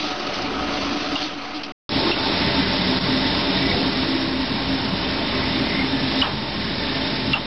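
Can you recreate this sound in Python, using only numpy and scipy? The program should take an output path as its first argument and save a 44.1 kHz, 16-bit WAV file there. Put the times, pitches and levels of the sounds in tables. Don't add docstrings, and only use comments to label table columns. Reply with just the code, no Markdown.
import sys
import numpy as np
from scipy import signal
from scipy.fft import rfft, irfft, next_fast_len
from scipy.io import wavfile
from scipy.ndimage import uniform_filter1d

SR = 44100
rng = np.random.default_rng(int(sys.argv[2]) if len(sys.argv) > 2 else 0)


def dump(signal):
    limited = np.clip(np.atleast_2d(signal).T, -1, 1)
    pcm = np.round(limited * 32767).astype(np.int16)
    wavfile.write(sys.argv[1], SR, pcm)


def boost(x):
    u = np.asarray(x, float) / 20
    return 10 ** u


N = 328986

# start_s, end_s
SHOT_TIMES = [
    (0, 1.7215),
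    (1.8915, 7.46),
]

LAYER_BORDERS = [270, 1500, 3200]
# freq_hz, density_db (per Hz)
SMALL_CHATTER_COLOUR = [(15, -32), (25, 3), (64, -9.5), (194, -6.5), (233, -8.5), (280, -6), (499, -10.5),
                        (737, -6), (827, -10.5), (1250, -8.5), (1690, -11), (2560, -11.5), (4650, -11),
                        (6130, -22.5), (7970, -81.5), (13500, -120)]
LARGE_CHATTER_COLOUR = [(15, -49), (25, -10), (86, -11), (266, -7.5), (478, -15.5), (586, -16.5),
                        (734, -17.5), (1380, -19.5), (2020, -20), (3170, -20.5), (3630, -19.5),
                        (5450, -16.5), (7080, -23), (12000, -120)]
# freq_hz, width_hz, over_colour_db
SMALL_RESONANCES = [(63, 8.7, 2.5), (198.5, 10, 9), (227.3, 8.4, 10), (345, 14, 7.5), (364.4, 12, 6),
                    (440, 20, 7.5), (578, 18, 3.5), (603, 24, 6), (743.5, 19, 9.5), (984, 5.8, 5.5),
                    (1130, 14, -16), (1160, 11, 4), (1267, 36, 7), (1317, 28, -1.5), (2750, 970, -0.5)]
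LARGE_RESONANCES = [(51, 12, 7.5), (67, 7.3, 5.4), (91, 12, 5.1), (134.8, 8, 7.6), (188.7, 9.1, 0.93),
                    (218.6, 7.7, 8.9), (294.7, 11, 4.6), (324, 4, 7.7), (367, 2.8, 3.4), (399.3, 16.7, 6.1),
                    (448, 5, 5.6), (586.6, 40, 7.5), (677, 23, 6.4), (666, 3.3, 1.3), (805, 38, 3.5),
                    (870, 3.9, 3), (930, 62, 4.5), (1068, 28, 5.5), (1860, 38, 2.5), (2010, 54, 3),
                    (2260, 25, 2.8), (3680, 930, 4.5), (5120, 47, 2.2)]
# time_s, load_db, openness_db
ROLLER_PULL = [
    [(0, -1, 2.5), (.25, 0.5, -1.5), (.6, 2, -3), (.8, 2, 0), (1.1, 0, 0.5), (1.23, -2, 4.5),
     (1.35, -4.5, 0), (1.48, -5.5, 1.5), (1.68, -7, -1.5)],
    [(1.9, 0.5, 1.5), (2.05, 0, 1), (2.19, 4.5, 0), (2.45, 4.5, -1.5), (2.86, 1.5, 0), (3.13, 0.5, 0.5),
     (3.4, 2.5, -1), (3.67, 0.5, 0.5), (4.07, -1.5, 1), (4.25, -3, 0), (4.75, -1, -1), (5.02, 0, -2),
     (5.42, 2, -2.5), (5.96, 0, -2), (6.2, 1, 0.5), (6.5, -0.5, -1.4), (7.05, 0.5, -0.5), (7.46, -3, -1)],
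]
# rest_db, load_share, openness_share
LAYER_RESPONSE = [
    [(-37.5, 0.74, -0.26), (-30, 0.79, 0.19), (-33.5, 0.83, 0.45), (-34, 1.36, 1.5)],
    [(-29, 0.48, -0.56), (-28, 0.94, 0.35), (-30.5, 0.66, 0.45), (-27, 0.88, 1.28)],
]
# time_s, floor_db, frame_db
MIC_BOOM = [
    [(0, -2, 0.2), (.6, 2.5, 1.3), (1.1, 1.5, .1), (1.7, -0.5, -0.4)],
    [(1.9, 3, 0.5), (2.1, -1.5, 2.7), (2.45, 0, -1.5), (3.1, 1, 0.8), (3.5, -3, -0.7), (3.75, 2.5, 1),
     (4.2, -0.5, 1.7), (4.9, 0, 0.6), (5.6, -1.5, 0), (6.1, 0.5, -0.2), (6.4, 2, 0.1), (7.46, 1.5, -0.4)],
]

# start_s, length_s, level_db, pitch_hz
SMALL_MESH_SURGES = [(0.004, 0.075, -32, 292.3), (0.108, 0.028, -36, 293), (0.253, 0.04, -37, 290.8),
                     (0.356, 0.045, -33.5, 284), (0.428, 0.076, -32.5, 283.3), (0.547, 0.054, -27.5, 290.6),
                     (0.618, 0.057, -31, 288.7), (0.702, 0.14, -33.5, 279.4), (0.841, 0.15, -27, 292.2),
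                     (1.004, 0.028, -29, 290), (1.069, 0.04, -29, 291.6), (1.122, 0.039, -23, 292.0),
                     (1.215, 0.061, -30.5, 291), (1.355, 0.042, -32.5, 292.5), (1.533, 0.068, -34.5, 295)]
LARGE_MESH_SURGES = [(1.956, 0.075, -25, 266.1), (2.186, 0.041, -26.5, 261.9), (2.268, 0.031, -31, 263.4),
                     (2.406, 0.039, -27, 269.9), (2.532, 0.1, -25.5, 267.2), (2.719, 0.061, -30.5, 266.6),
                     (2.855, 0.13, -26, 261.0), (3.086, 0.19, -21.5, 263.2), (3.381, 0.056, -35, 279.4),
                     (3.481, 0.032, -19.5, 273.7), (3.621, 0.056, -21, 266.1), (3.723, 0.18, -25, 266.6),
                     (3.962, 0.076, -22, 264.5), (4.078, 0.37, -26, 265.2), (4.495, 0.029, -22, 262.6),
                     (4.595, 0.043, -28, 268.6), (4.678, 0.1, -22, 265.5), (4.828, 0.035, -30, 268.6),
                     (5.034, 0.14, -28.5, 263.0), (5.209, 0.29, -32.5, 264.8), (5.528, 0.14, -28, 264.5),
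                     (5.752, 0.11, -25.5, 261.9), (5.912, 0.06, -27, 268.6), (6.003, 0.09, -27.5, 266.2),
                     (6.149, 0.08, -27, 265.9), (7.272, 0.086, -29, 265.3)]
# start_s, length_s, level_db, pitch_hz
SHAFT_SURGES = [(1.927, 0.056, -39, 187.8), (2.239, 0.28, -31, 186.7), (2.482, 0.16, -33, 187.8),
                (2.653, 0.07, -29, 190.2), (2.782, 0.12, -24.5, 183.4), (2.948, 0.047, -29, 184.8),
                (3.024, 0.036, -23, 188.9), (3.13, 0.032, -38, 192.8), (3.2, 0.044, -33, 195.7),
                (3.293, 0.11, -28, 185.9), (3.428, 0.036, -30, 195.2), (3.496, 0.12, -24, 189.2),
                (3.686, 0.087, -33, 187.8), (3.883, 0.05, -29.5, 186.3), (4.664, 0.09, -32, 187.9),
                (4.919, 0.03, -21, 187.3), (5.016, 0.074, -44, 186.6), (5.438, 0.027, -34, 185.5),
                (5.723, 0.13, -28.5, 189.1), (5.934, 0.042, -30, 190.2), (7.177, 0.041, -35, 192.5)]
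# time_s, level_db
MOTOR_WHINE = [(1.9, -36), (2.9, -38.5), (3.5, -40.5), (3.9, -60), (4.5, -45), (5.5, -42.5), (5.7, -45.5),
               (6.1, -41), (7.4, -42.5)]
# start_s, length_s, pitch_hz, level_db
ROLLER_SQUEALS = [(0.355, 0.83, 63, -40.5), (2.038, 0.11, 345, -27), (2.364, 0.31, 2000, -49),
                  (2.62, 0.35, 2110, -40), (3.007, 0.2, 2005, -38), (3.2, 0.13, 1870, -35.5),
                  (3.558, 0.21, 2260, -34.5), (3.551, 0.36, 393.6, -35), (3.62, 0.27, 501, -36),
                  (3.599, 0.14, 637, -37.5), (3.602, 0.36, 708, -37.5), (3.605, 0.21, 2000, -36),
                  (3.941, 0.47, 330.3, -31), (4.148, 0.22, 2010, -44), (4.35, 0.15, 1860, -38),
                  (5.304, 0.33, 2010, -38.5), (5.628, 0.23, 2043, -34.5), (5.68, 0.22, 2130, -37),
                  (5.846, 0.33, 1755, -40), (6.65, 0.49, 1796, -40)]
# time_s, pitch_hz, level_db
BLADE_HISS = [(1.9, 3700, -46), (2.4, 3640, -40), (2.9, 3620, -41), (3.3, 3670, -35.5), (3.6, 3650, -38),
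              (4.1, 3720, -44.5), (4.5, 3700, -44), (4.8, 3540, -42), (5.1, 3560, -42.5), (5.45, 3580, -34),
              (5.7, 3590, -43), (6.15, 3630, -38), (6.5, 3650, -43), (6.9, 3630, -40), (7.46, 3660, -41)]

# start_s, peak_db, centre_hz, width_hz, t60_s
COPPER_SCRAPES = [(.255, -21, 4000, 1500, 0.056), (.332, -17.5, 4680, 1500, 0.19),
                  (0.417, -14, 4970, 1199, 0.048), (1.152, -13, 3350, 550, .12),
                  (1.207, -21, 3200, 905, 0.43), (1.153, -15, 4730, 397, 0.069),
                  (1.221, -15, 4430, 250, 0.12), (1.542, -18.5, 3800, 1498, 0.16),
                  (1.556, -21, 3800, 1500, 0.14), (1.631, -14.5, 4034, 1912, 0.093),
                  (1.657, -24, 4950, 1201, 0.05), (1.703, -28.5, 3736, 2110, 0.054)]
# start_s, peak_db, t60_s
GRIT_TICKS = [
    (2.985, -6.5, 0.019),
    (3.0118, -16.5, .02),
    (3.3485, -13, .02),
    (3.516, -16.5, .02),
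    (3.548, -14, 0.027),
    (5.099, -24, .03),
]
# start_s, level_db, centre_hz, width_hz, fade_s
SNAP_TAILS = [(1.156, -27.5, 900, 299, 0.024), (2.115, -22, 2850, 450, 0.022),
              (2.114, -24, 3920, 500, .012), (6.218, -23, 1090, 260, 0.047),
              (6.217, -21.5, 2960, 450, .035), (6.22, -25, 1600, 350, 0.052), (6.25, -27, 855, 300, 0.08),
              (7.334, -25.5, 1210, 350, 0.037), (7.337, -27, 2980, 400, 0.044),
              (7.343, -24.5, 881, 170, 0.041)]
# start_s, peak_db, ring_hz, ring_length (factor), singing_db
SHEATH_SNAPS = [
    (1.155, -12, 2800, 0.8, -2),
    (2.1145, -11, 2730, 0.6, -2),
    (6.2158, -2.5, 2920, 0.75, -4),
    (7.3322, -1.5, 2750, 1.0, -4),
]
# pitch_ratio (times ring_hz), level_db, t60_s
SHEATH_MODES = [(.76, -6, .012), (.87, -6, .012), (1.0, -5, 0.02), (1.09, -5, .025), (1.22, -6, 0.014),
                (1.38, -7, .012), (1.62, -11, 0.01)]
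# delay_s, level_db
WALL_ECHO = (.0225, -13)

# start_s, drop_db, recovery_s
GAIN_DUCKS = [
    (1.155, 1.5, 0.16),
    (1.626, 12, 0.0031),
    (1.895, 13.5, 0.014),
    (2.116, 6.5, 0.11),
    (2.988, 11, 0.017),
    (6.216, 5.5, 0.45),
    (7.335, 4, .4),
]
# freq_hz, lift_db
RIGHT_LIFT = [(400, 0.0), (700, 0.09), (1200, .5), (1800, 1.0), (5500, 1.07), (6300, -4.5)]
LIFT_SHARE = [.5, 1.0]
# freq_hz, level_db
TOP_BAND_COLOUR = [(6900, -23.5), (7500, -5.5), (9000, -1.5), (9400, -2), (9700, -35.5)]
TOP_BAND_DB = [-46.5, -45]
TOP_BAND_GATE = [-0.52, -1.3]
CONVERTER_OFFSET = [-.0087, -.0081]


def evened(x):
    return x / np.sqrt(np.mean(x ** 2) + 1e-20)


def read(points, hz):
    f, value = np.transpose(points)
    return np.interp(np.log(hz + 1), np.log(f + 1), value)


def shaped(x, gain):
    size = next_fast_len(x.shape[-1])
    spectrum = rfft(x, size) * gain(np.fft.rfftfreq(size, 1 / SR))
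    return irfft(spectrum, size)[..., :x.shape[-1]]


def add(mix, s, sound):
    part = mix[round(s * SR):][:len(sound)]
    part += sound[:len(part)]


def wander(count, smooth_s):
    span = max(int(smooth_s * SR), 2)
    once = uniform_filter1d(rng.standard_normal(count), span)
    return evened(uniform_filter1d(once, span))


def top_band(gate):
    z = signal.stft(rng.standard_normal(N), nperseg=1024)[2]
    whole = rng.standard_normal((len(z.T), 1))
    strips = rng.standard_normal((len(z.T), 33))
    chance = uniform_filter1d(0.61 * whole + 0.85 * strips, 3, 0) * np.sqrt(3)
    is_open = np.repeat(chance, 16, 1)[:, :len(z)].T > gate
    blocks = signal.istft(z * is_open, nperseg=1024)[1][:N]
    return evened(shaped(blocks, lambda hz: boost(read(TOP_BAND_COLOUR, hz)) * (abs(hz - 8300) < 1400)))


def tone(t, rows, waver_hz, waver_s, rough_db):
    s, hz, db = np.transpose(rows)
    pitch = np.interp(t, s, hz) + waver_hz * wander(len(t), waver_s)
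    level_db = np.interp(t, s, db) + rough_db * wander(len(t), waver_s)
    return np.sqrt(2) * boost(level_db) * np.sin(2 * np.pi * np.cumsum(pitch) / SR)


def whine(t):
    rows = [(s, 888, db) for s, db in MOTOR_WHINE]
    return tone(t, rows, waver_hz=1.07, waver_s=0.065, rough_db=2.5)


def hum(t, surges, rest_db, waver_hz, waver_s, rough_db):
    start, length, db, hz = np.transpose(surges)
    rise_s = 0.017
    step = t[::64, None]
    inside_s = np.minimum(step - start, start + length - step)
    edges = np.clip(inside_s / rise_s + .5, 0, 1)
    swell = boost(rest_db) + (edges ** 2 * boost(db - 3.5)).sum(1)
    line = tone(t, np.transpose([start + length / 2, hz, 0 * hz]), waver_hz, waver_s, rough_db)
    return np.interp(t, step[:, 0], swell) * line


def squeal(s, length_s, hz, db):
    t = np.arange(SR) / SR
    swell = np.sin(np.pi * np.clip(t / length_s, 0, 1))
    return s, swell * tone(t, [(0, hz, db)], waver_hz=.02 * hz, waver_s=.006, rough_db=4.0)


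def blade(t):
    s, hz, db = np.transpose(BLADE_HISS)
    width_hz = 64
    a, b = shaped(rng.standard_normal((2, len(t))), lambda f: 1 / (1 + (2 * f / width_hz) ** 2))
    turn = np.exp(2j * np.pi * np.cumsum(np.interp(t, s, hz)) / SR)
    return boost(np.interp(t, s, db)) * evened(((a + 1j * b) * turn).real)


def chatter(t, pull, boom, layers, colour, frame, flicker_db, patchy_db):
    teeth = rng.standard_normal(len(t)) * boost(flicker_db * wander(len(t), 0.0062))
    z = signal.stft(teeth, nperseg=512)[2]
    over_time = uniform_filter1d(rng.standard_normal(z.T.shape), 9, 0)
    patches = evened(uniform_filter1d(over_time, 6, 1)).T
    teeth = signal.istft(z * boost(patchy_db * patches), nperseg=512)[1][:len(t)]

    def body(hz):
        ringing = sum(boost(2 * db) / (1 + (2 * (hz - f) / width) ** 2) ** 2 for f, width, db in frame)
        return boost(read(colour, hz)) * np.sqrt(1 + ringing)

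    s, load_db, open_db = np.transpose(pull)
    boom_s, *boom_db = np.transpose(boom)
    borders = [0, *LAYER_BORDERS, SR]
    out = 0
    for k, (rest_db, of_load, of_open) in enumerate(layers):
        layer = shaped(teeth, lambda hz: body(hz) * (hz >= borders[k]) * (hz < borders[k + 1]))
        level_db = rest_db + np.interp(t, s, of_load * load_db + of_open * open_db)
        if k < 2:
            level_db = level_db + np.interp(t, boom_s, boom_db[k])
        out = out + boost(level_db) * evened(layer)
    return out


def scrape(s, peak_db, centre_hz, width_hz, rise_s, t60):
    t = np.arange(SR // 4) / SR
    grit = rng.standard_normal(len(t)) * boost(2.1 * wander(len(t), 0.0019))
    grit = shaped(grit, lambda hz: 1 / (1 + ((hz - centre_hz) / width_hz) ** 4) / (1 + (hz / 5900) ** 24))
    return s, boost(peak_db - 9.0 - 60 * t / t60) * (1 - np.exp(-t / rise_s)) * evened(grit)


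def tick(s, peak_db, t60):
    return scrape(s, peak_db, centre_hz=3300, width_hz=2400, rise_s=.0005, t60=t60)


def shake(s, db, centre_hz, width_hz, fade_s):
    t = np.arange(SR // 3) / SR
    buzz = shaped(rng.standard_normal(len(t)), lambda hz: 1 / (1 + ((hz - centre_hz) / width_hz) ** 2))
    return s, boost(db) * evened(buzz) * np.exp(-t / fade_s) * (1 - np.exp(-t / 0.0048))


def rings(modes, scale, longer, t):
    return sum(boost(db - 60 * t / (t60 * longer)) * np.sin(2 * np.pi * hz * scale * t)
               for hz, db, t60 in modes)


def snap(s, peak_db, ring_hz, longer, sing_db):
    t = np.arange(SR // 3) / SR
    since_crack = t - .0012
    crack = np.cos(2 * np.pi * ring_hz * since_crack) * np.exp(-(since_crack / .0003) ** 2)

    rattle_fade = np.exp(-t / .0012) + .12 * np.exp(-(t / (.012 * longer)) ** 2)
    rattle = rng.standard_normal(len(t)) * rattle_fade
    sheath = signal.fftconvolve(rattle, rings(SHEATH_MODES, ring_hz, longer, t))[:len(t)]
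    sheath = shaped(sheath, lambda hz: 1 / (1 + (1700 / (hz + 1)) ** 6))

    sing_s, sag = .019, .035
    part = np.clip(t / (sing_s * longer), 0, 1)
    sing_hz = ring_hz * (1 + sag * (.5 - part))
    sing = np.sin(np.pi * part ** .8) ** 1.5 * np.sin(2 * np.pi * np.cumsum(sing_hz) / SR)

    blow = .3 * crack + .5 * sheath / abs(sheath).max() + boost(sing_db - 5) * sing
    echo_s, echo_db = WALL_ECHO
    add(blow, echo_s, boost(echo_db) * blow)
    return s, boost(peak_db) * blow


def ducked(mix, t):
    for s, drop_db, recover_s in GAIN_DUCKS:
        mix = mix * boost(-drop_db * (t > s) * np.exp(-abs(t - s) / recover_s))
    return mix


def scene():
    mix, t = np.zeros(N), np.arange(N) / SR
    small, large = (t[round(a * SR):round(b * SR)] for a, b in SHOT_TIMES)

    def add_small(sound):
        add(mix, small[0], sound)

    def add_large(sound):
        add(mix, large[0], sound)

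    add_large(whine(large))
    add_small(hum(small, SMALL_MESH_SURGES, rest_db=-40.5, waver_hz=13.3, waver_s=0.0094, rough_db=1.5))
    add_large(hum(large, LARGE_MESH_SURGES, rest_db=-37.0, waver_hz=4.05, waver_s=.025, rough_db=2.5))
    add_large(hum(large, SHAFT_SURGES, rest_db=-44, waver_hz=3.8, waver_s=0.029, rough_db=2.0))
    for row in ROLLER_SQUEALS:
        add(mix, *squeal(*row))
    add_large(blade(large))
    add_small(chatter(small, ROLLER_PULL[0], MIC_BOOM[0], LAYER_RESPONSE[0], SMALL_CHATTER_COLOUR,
                      SMALL_RESONANCES, flicker_db=1.16, patchy_db=-1.03))
    add_large(chatter(large, ROLLER_PULL[1], MIC_BOOM[1], LAYER_RESPONSE[1], LARGE_CHATTER_COLOUR,
                      LARGE_RESONANCES, flicker_db=0.46, patchy_db=0.63))
    mix = ducked(mix, t)

    for s, peak_db, centre_hz, width_hz, t60 in COPPER_SCRAPES:
        add(mix, *scrape(s, peak_db, centre_hz, width_hz, rise_s=0.004, t60=t60))
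    for row in GRIT_TICKS:
        add(mix, *tick(*row))
    for row in SNAP_TAILS:
        add(mix, *shake(*row))
    for row in SHEATH_SNAPS:
        add(mix, *snap(*row))
    return np.array([mix, mix])


def roll_off(x):
    return signal.sosfilt(signal.butter(12, 9800, fs=SR, output="sos"), x)


def record(dry):
    out, t = np.zeros_like(dry), np.arange(N) / SR
    loudness = np.sqrt(abs(uniform_filter1d(dry[0] ** 2, 1000)))
    treble = shaped(dry[0], lambda hz: hz > 2000)
    sharp = np.sqrt(abs(uniform_filter1d(treble ** 2, size=2400)))
    spill = evened(shaped(rng.standard_normal(N), lambda hz: abs(hz - 6900) < 600))
    splash = boost(-35.5) * np.maximum(sharp - .12 / 2, 0) * spill
    limits_hz = [7200, 5560]
    for k, (start, end) in enumerate(SHOT_TIMES):
        def microphone(hz):
            low_cut = hz ** 3 / (hz ** 3 + 40 ** 3)
            return np.clip((limits_hz[k] - hz) / 260 + .5, 0, 1) ** 2 * low_cut

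        mono = shaped(dry[0], microphone)
        stray = boost(-47.5) * shaped(np.roll(mono, 900), lambda hz: np.clip(hz / 1200, 0, 1) ** 2)
        right = shaped(mono, lambda hz: boost(LIFT_SHARE[k] * read(RIGHT_LIFT, hz) / 2)) + stray
        left = 2 * mono - right
        both = boost(TOP_BAND_DB[k]) * loudness * top_band(TOP_BAND_GATE[k]) + CONVERTER_OFFSET[k]
        if k == 1:
            both = both + splash
        early_s = .001 * (k == 0)
        running = np.clip(np.minimum(t - start + early_s, end - t) / .001, 0, 1)
        out += (np.array([left, right]) + both) * running
    return roll_off(out)


dry = scene()
out = record(dry)
dump(out)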